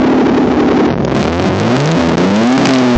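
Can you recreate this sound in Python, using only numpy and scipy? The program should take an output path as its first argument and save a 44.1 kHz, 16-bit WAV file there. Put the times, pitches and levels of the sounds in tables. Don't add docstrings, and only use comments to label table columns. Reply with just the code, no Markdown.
import sys
import numpy as np
from scipy import signal
from scipy.io import wavfile
from scipy.ndimage import uniform_filter1d

SR = 44100
rng = np.random.default_rng(int(sys.argv[2]) if len(sys.argv) > 2 else 0)


def store_wav(level_fs):
    pcm = np.round(np.clip(np.atleast_2d(level_fs), -1, 1) * 32767)
    wavfile.write(sys.argv[1], SR, pcm.T.astype(np.int16))


def amplitude_ratio(level_db):
    exponent = np.asarray(level_db, float) / 20
    return 10 ** exponent


N = 130977

# t/s, firing rate f/Hz
FIRING_RATE = [(0, 73.7), (.9, 69.06), (1.17, 66.14), (1.23, 74.04), (1.44, 94.75), (1.53, 90.92),
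               (1.71, 119.8), (1.89, 159), (1.97, 172), (2.01, 167.6), (2.15, 163.6), (2.35, 206.3),
               (2.565, 270.6), (2.67, 270), (2.97, 236.4)]
# t/s, throb level/dB, bank imbalance level/dB, pipe ring level/dB, gas level/dB, firing scatter/dB
THROTTLE_MIX = [(.89, 0.5, -17.5, -9, -24.5, 9), (.903, 21.5, 23.5, 12, -16.5, 3),
                (.985, 20.5, 16.5, -6, -38, 4), (.993, 10.5, 5, 3.5, -34, 1),
                (1.012, -1, 8.5, 17.5, -38.5, -3.5), (1.018, 19, 8.5, 4.5, -18, 2.5),
                (1.04, 15.5, 11.5, 4, -29.5, 0), (1.047, 8.5, 4, 13, -36.5, 7.5), (1.075, 11, 7, 4, -24, 3),
                (1.088, 22, 8.5, 6.5, -13.5, 0.5), (1.14, 15.5, 0, 11, -17, 12),
                (1.15, 17.5, 13.5, 28.5, -16.5, 3), (1.215, 12, 5, 17, -6.5, 4),
                (1.225, 24, 7, 17, -5.5, 3), (1.44, 22.5, 9, 13.5, -8, 3.5), (1.455, 13, 14, 36, -21, 13),
                (1.53, 16.5, 14.5, 8, -18.5, 6.5), (1.545, 23, 11, 15.5, -7, 4),
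                (1.96, 20, 9, 17.5, -11.5, 4.5), (1.975, 14.5, 29.5, 16, -3, 2),
                (2.15, 17.5, 19, 12.5, -14.5, 8.5), (2.175, 28, 22, 7, -6, 4.5),
                (2.568, 23, 10, -6.5, -14.5, 5.5), (2.575, 25, 11, 21, 0.5, 7.5),
                (2.67, 15.5, 15, 26, -9, 9.5), (2.682, 23.5, 11.5, 16, -6.5, 2)]
# t/s, twice the firing rate level/dB, half the firing rate level/dB
UNEVEN_FIRING = [(.9, -10.5, -34.5), (1.23, -10.5, -34.5), (1.44, -5, -23), (1.55, -5, -18.5),
                 (1.7, -6, -16), (1.73, 2, -16.5), (1.775, 1.5, -22), (1.79, -3.5, -22), (1.84, -4, -22),
                 (1.87, -15, -11.5), (1.96, -15, -17.5), (2.17, -14.5, -22), (2.35, -18.5, -14),
                 (2.57, -23, -14.5), (2.68, -16, -6.5), (2.97, -17, -7)]
# multiple of the firing rate, level/dB
BANK_TONES = [
    (.5, -1),
    (1.5, 0),
    (2 / 3, -9),
    (4 / 3, -8),
]
CYLINDER_LEVELS = [0.5, -7.5, -7.5, -13, 1.5, -5.5]
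# f/Hz, width/Hz, level/dB
PIPE_MODES = [(143.3, 49.4, -2), (214.3, 59.9, 2.5), (260.9, 60, -0.5), (320.5, 88, -1), (448.6, 82, -4)]
# multiple of the six-firing cycle, level/dB
IDLE_ORDERS = [(12, -1), (15.01, -17.5), (15.96, -11), (17.964, 0), (20.2, -10.5), (21, 0), (22, -8),
               (23.05, -5.5), (23.88, -5), (27, -6), (25.92, -6), (30.05, -6.5), (33.35, -7.5),
               (36.07, -6.5)]
LOPE_TOPS = [430, 480, 340]
# t/s, level/dB, length/ms
FLAME_POPS = [(1.0491, -24.5, 1.8), (1.1486, -22.5, 1.5), (1.2407, -2, .5), (1.4843, -5, .5),
              (1.5495, 0, .5), (1.5995, 0, .5), (1.6506, 0.5, 0.67), (1.7275, 4.5, 0.51),
              (1.7664, 13, 0.52), (1.7825, 8, 0.29), (1.803, 12.5, .6), (1.8125, -3.5, 0.16),
              (1.8218, 4, .6), (1.846, 4, .9), (1.8578, 1, 1.8), (1.8755, 5.5, 0.52), (1.9143, 2, 0.58),
              (1.9189, 13.5, .7), (2.005, 1, .6), (2.016, 2, .6), (2.053, -2, .5), (2.089, 4, .6),
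              (2.1724, 3, .6), (2.1804, 4, 0.98), (2.2058, 3, .6), (2.283, 3, .6), (2.361, 6, 1.9),
              (2.3804, 7, .8), (2.4347, 18.5, .6), (2.4731, 6, 0.47), (2.5018, 5, .7), (2.5261, 13, 0.51),
              (2.5777, 10.5, 2), (2.5968, 6, 1.8), (2.635, 5, .8), (2.644, 6, 0.33), (2.65, 9, 1.1),
              (2.6539, 16.5, 3.2), (2.6585, 6, 1.3), (2.67, 19.5, 2.5), (2.6815, -0.5, 0.44),
              (2.689, 12.5, 1.1), (2.6933, 4, 0.83), (2.7075, 2.5, 1.2), (2.7176, -0.5, .5),
              (2.7354, 1, 2.3), (2.7415, 5, 0.93), (2.7516, 7, .8), (2.7595, 6, .9), (2.786, 0, .5)]
# t/s, length/s, push (+ or -)
SKIPPED_FIRINGS = [(1.983, 0.012, -1.1), (2.038, 0.0085, 0.8), (2.11, .006, -0.8), (2.157, .006, 1),
                   (2.572, 0.006, 1), (2.597, 0.0075, 1), (1.962, 0.0045, 0.76), (2.618, 0.0023, 1),
                   (2.642, .003, -1)]
# from t/s, f/Hz
TOP_EDGE = [
    (0, 7430),
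    (.89, 6100),
    (.98, 6900),
    (1.121, 8300),
]


def band(x, hz, width):
    return signal.lfilter(*signal.iirpeak(hz, hz / width, fs=SR), x)


def unit(x):
    return x / np.sqrt(np.mean(x ** 2))


def walk(rate):
    k = int(SR / rate)
    steps = np.repeat(rng.standard_normal(N // k + 1), k)
    return 0.79 * uniform_filter1d(uniform_filter1d(steps, k), k)[:N]


def curve(table, column):
    rows = np.array(table, float)
    return np.interp(np.arange(N) / SR, rows[:, 0], rows[:, column])


def firing_luck():
    return np.clip(rng.standard_normal(1000), -2, 1.5)


def engine():
    hz = curve(FIRING_RATE, column=1)
    throb_db, bank_db, ring_db, gas_db, scatter_db = (curve(THROTTLE_MIX, column=k) for k in range(1, 6))
    turns = np.cumsum(hz * (1 + 0.0062 * walk(30))) / SR
    throb = amplitude_ratio(throb_db) * firing_throb(turns, scatter_db)
    banks = amplitude_ratio(bank_db) * bank_imbalance(turns, scatter_db)
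    ring = amplitude_ratio(ring_db) * pipe_ring(turns, hz, scatter_db)
    return idle_burble(turns) + idle_lope(turns) + throb + banks + ring + gas_hiss(gas_db)


def idle_gate():
    ends_s = .897
    return np.clip((ends_s - np.arange(N) / SR) / .008, 0, 1)


def idle_burble(turns):
    level_db, sweep = 5, .009
    burble = 0
    for n, db in IDLE_ORDERS:
        phase = 2 * np.pi * (n * turns / 6 - sweep * n ** 2)
        burble = burble + amplitude_ratio(db + 1.3 * walk(12)) * np.sin(phase + 0.49 * walk(7.5))
    return unit(burble) * amplitude_ratio(level_db) * idle_gate()


def idle_lope(turns):
    level_db, stumble_db = 15, 2.5
    start_hz, lag, scatter, edge = 170, .1, .06, 1.1
    lope, part = np.divmod(turns / 2 + 3 - lag, 1)
    lope = lope.astype(int)
    luck = rng.standard_normal((N // 100, 2))[lope].T
    top_hz = np.array(LOPE_TOPS)[lope % 3] * (1 + scatter * luck[0])
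    lope_s = 2 / curve(FIRING_RATE, column=1)
    cycles = lope_s * part * (start_hz + (top_hz - start_hz) * part / 2)
    swell = np.sin(np.pi * part) ** edge * amplitude_ratio(stumble_db * luck[1])
    return swell * np.sin(2 * np.pi * cycles) * amplitude_ratio(level_db) * idle_gate()


def firing_throb(turns, scatter_db):
    half_phase_rad, third_half_db = -1.39, -1.5
    surge_db = -8
    half_order = np.sin(np.pi * turns + half_phase_rad + 0.24 * walk(60))
    third_half = amplitude_ratio(third_half_db + 3 * walk(60)) * np.sin(3 * np.pi * turns + 4.1)
    surge = unit(band(band(rng.standard_normal(N), 260, 300), 260, 300))
    uneven = half_order + third_half + amplitude_ratio(surge_db) * surge
    octave = amplitude_ratio(curve(UNEVEN_FIRING, column=1)) * np.cos(2 * 2 * np.pi * turns)
    beat = np.sin(2 * np.pi * turns) + octave + amplitude_ratio(curve(UNEVEN_FIRING, column=2)) * uneven
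    strength = uniform_filter1d(amplitude_ratio(scatter_db * firing_luck()[turns.astype(int)]), size=60)
    return strength * beat


def bank_imbalance(turns, scatter_db):
    tones = 0
    for m, db in BANK_TONES:
        phase = 2 * np.pi * m * turns + 0.14 * scatter_db * walk(30)
        tones = tones + amplitude_ratio(db + 3.55 * walk(25)) * np.sin(phase)
    return tones


def pipe_ring(turns, hz, scatter_db):
    puff_s = 0.001264
    firing = turns.astype(int)
    puff_db = np.array(CYLINDER_LEVELS)[firing % 6] + scatter_db * firing_luck()[firing]
    pulses = np.diff(firing, prepend=0) * amplitude_ratio(puff_db) / np.sqrt(hz)
    puffs = np.convolve(pulses, np.hanning(int(2 * puff_s * SR) + 3))[:N]
    ring = 0
    for k, (f, width, db) in enumerate(PIPE_MODES):
        ring = ring + (-1) ** k * amplitude_ratio(db) * band(puffs, f, width)
    return unit(ring)


def gas_hiss(gas_db):
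    hiss = unit(band(rng.standard_normal(N), 1740, 1280))
    return hiss * amplitude_ratio(gas_db + 3 * walk(54))


def flame_pops():
    gain_db, body_db = 16.5, 0
    t = np.arange(N) / SR
    crackle = unit(band(rng.standard_normal(N), 3450, 6000))
    crackle = crackle + amplitude_ratio(body_db) * unit(band(rng.standard_normal(N), 910, 710))
    out = np.zeros(N)
    for s, db, ms in FLAME_POPS:
        out += amplitude_ratio(db + gain_db) * np.sin(np.pi * np.clip((t - s) * 1000 / ms, 0, 1)) * crackle
    return out


def misfires():
    level_db = 31
    t = np.arange(N) / SR
    out = np.zeros(N)
    for s, length, push in SKIPPED_FIRINGS:
        out += push * amplitude_ratio(level_db) * np.sin(np.pi * np.clip((t - s) / length, 0, 1))
    return out


def scene():
    return (engine() + flame_pops() + misfires())[None]


def low_cut(x):
    cut_hz, q = 183, .6
    w = 2 * np.pi * cut_hz / SR
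    a, c = np.sin(w) / 2 / q, np.cos(w)
    return signal.lfilter([(1 + c) / 2, -1 - c, (1 + c) / 2], [1 + a, -2 * c, 1 - a], x)


def top_cut(x):
    return signal.sosfilt(signal.butter(12, 8910, fs=SR, output="sos"), x)


def record(dry):
    clip, ceiling, rumble_cut_hz = .66, .74, 52
    air_hz, fuzz_db = 7270, -42
    x = low_cut(clip * np.clip(dry, -1, 1))
    x = signal.sosfiltfilt(signal.butter(2, rumble_cut_hz, "high", fs=SR, output="sos"), x)
    x = ceiling * np.tanh(x / ceiling)
    loudness = unit(uniform_filter1d(np.abs(x), size=900))
    x = x + amplitude_ratio(fuzz_db) * loudness * unit(band(rng.standard_normal(N), 3300, 5100))
    x = signal.sosfiltfilt(signal.butter(4, air_hz, fs=SR, output="sos"), x)
    out = 0
    for s, hz in TOP_EDGE:
        cut = signal.sosfiltfilt(signal.ellip(8, .1, 50, hz, fs=SR, output="sos"), x)
        fade = np.clip((np.arange(N) / SR - s) / .02 + 1, 0, 1)
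        out = out + fade * (cut - out)
    return top_cut(out)


dry = scene()
out = record(dry)
store_wav(out)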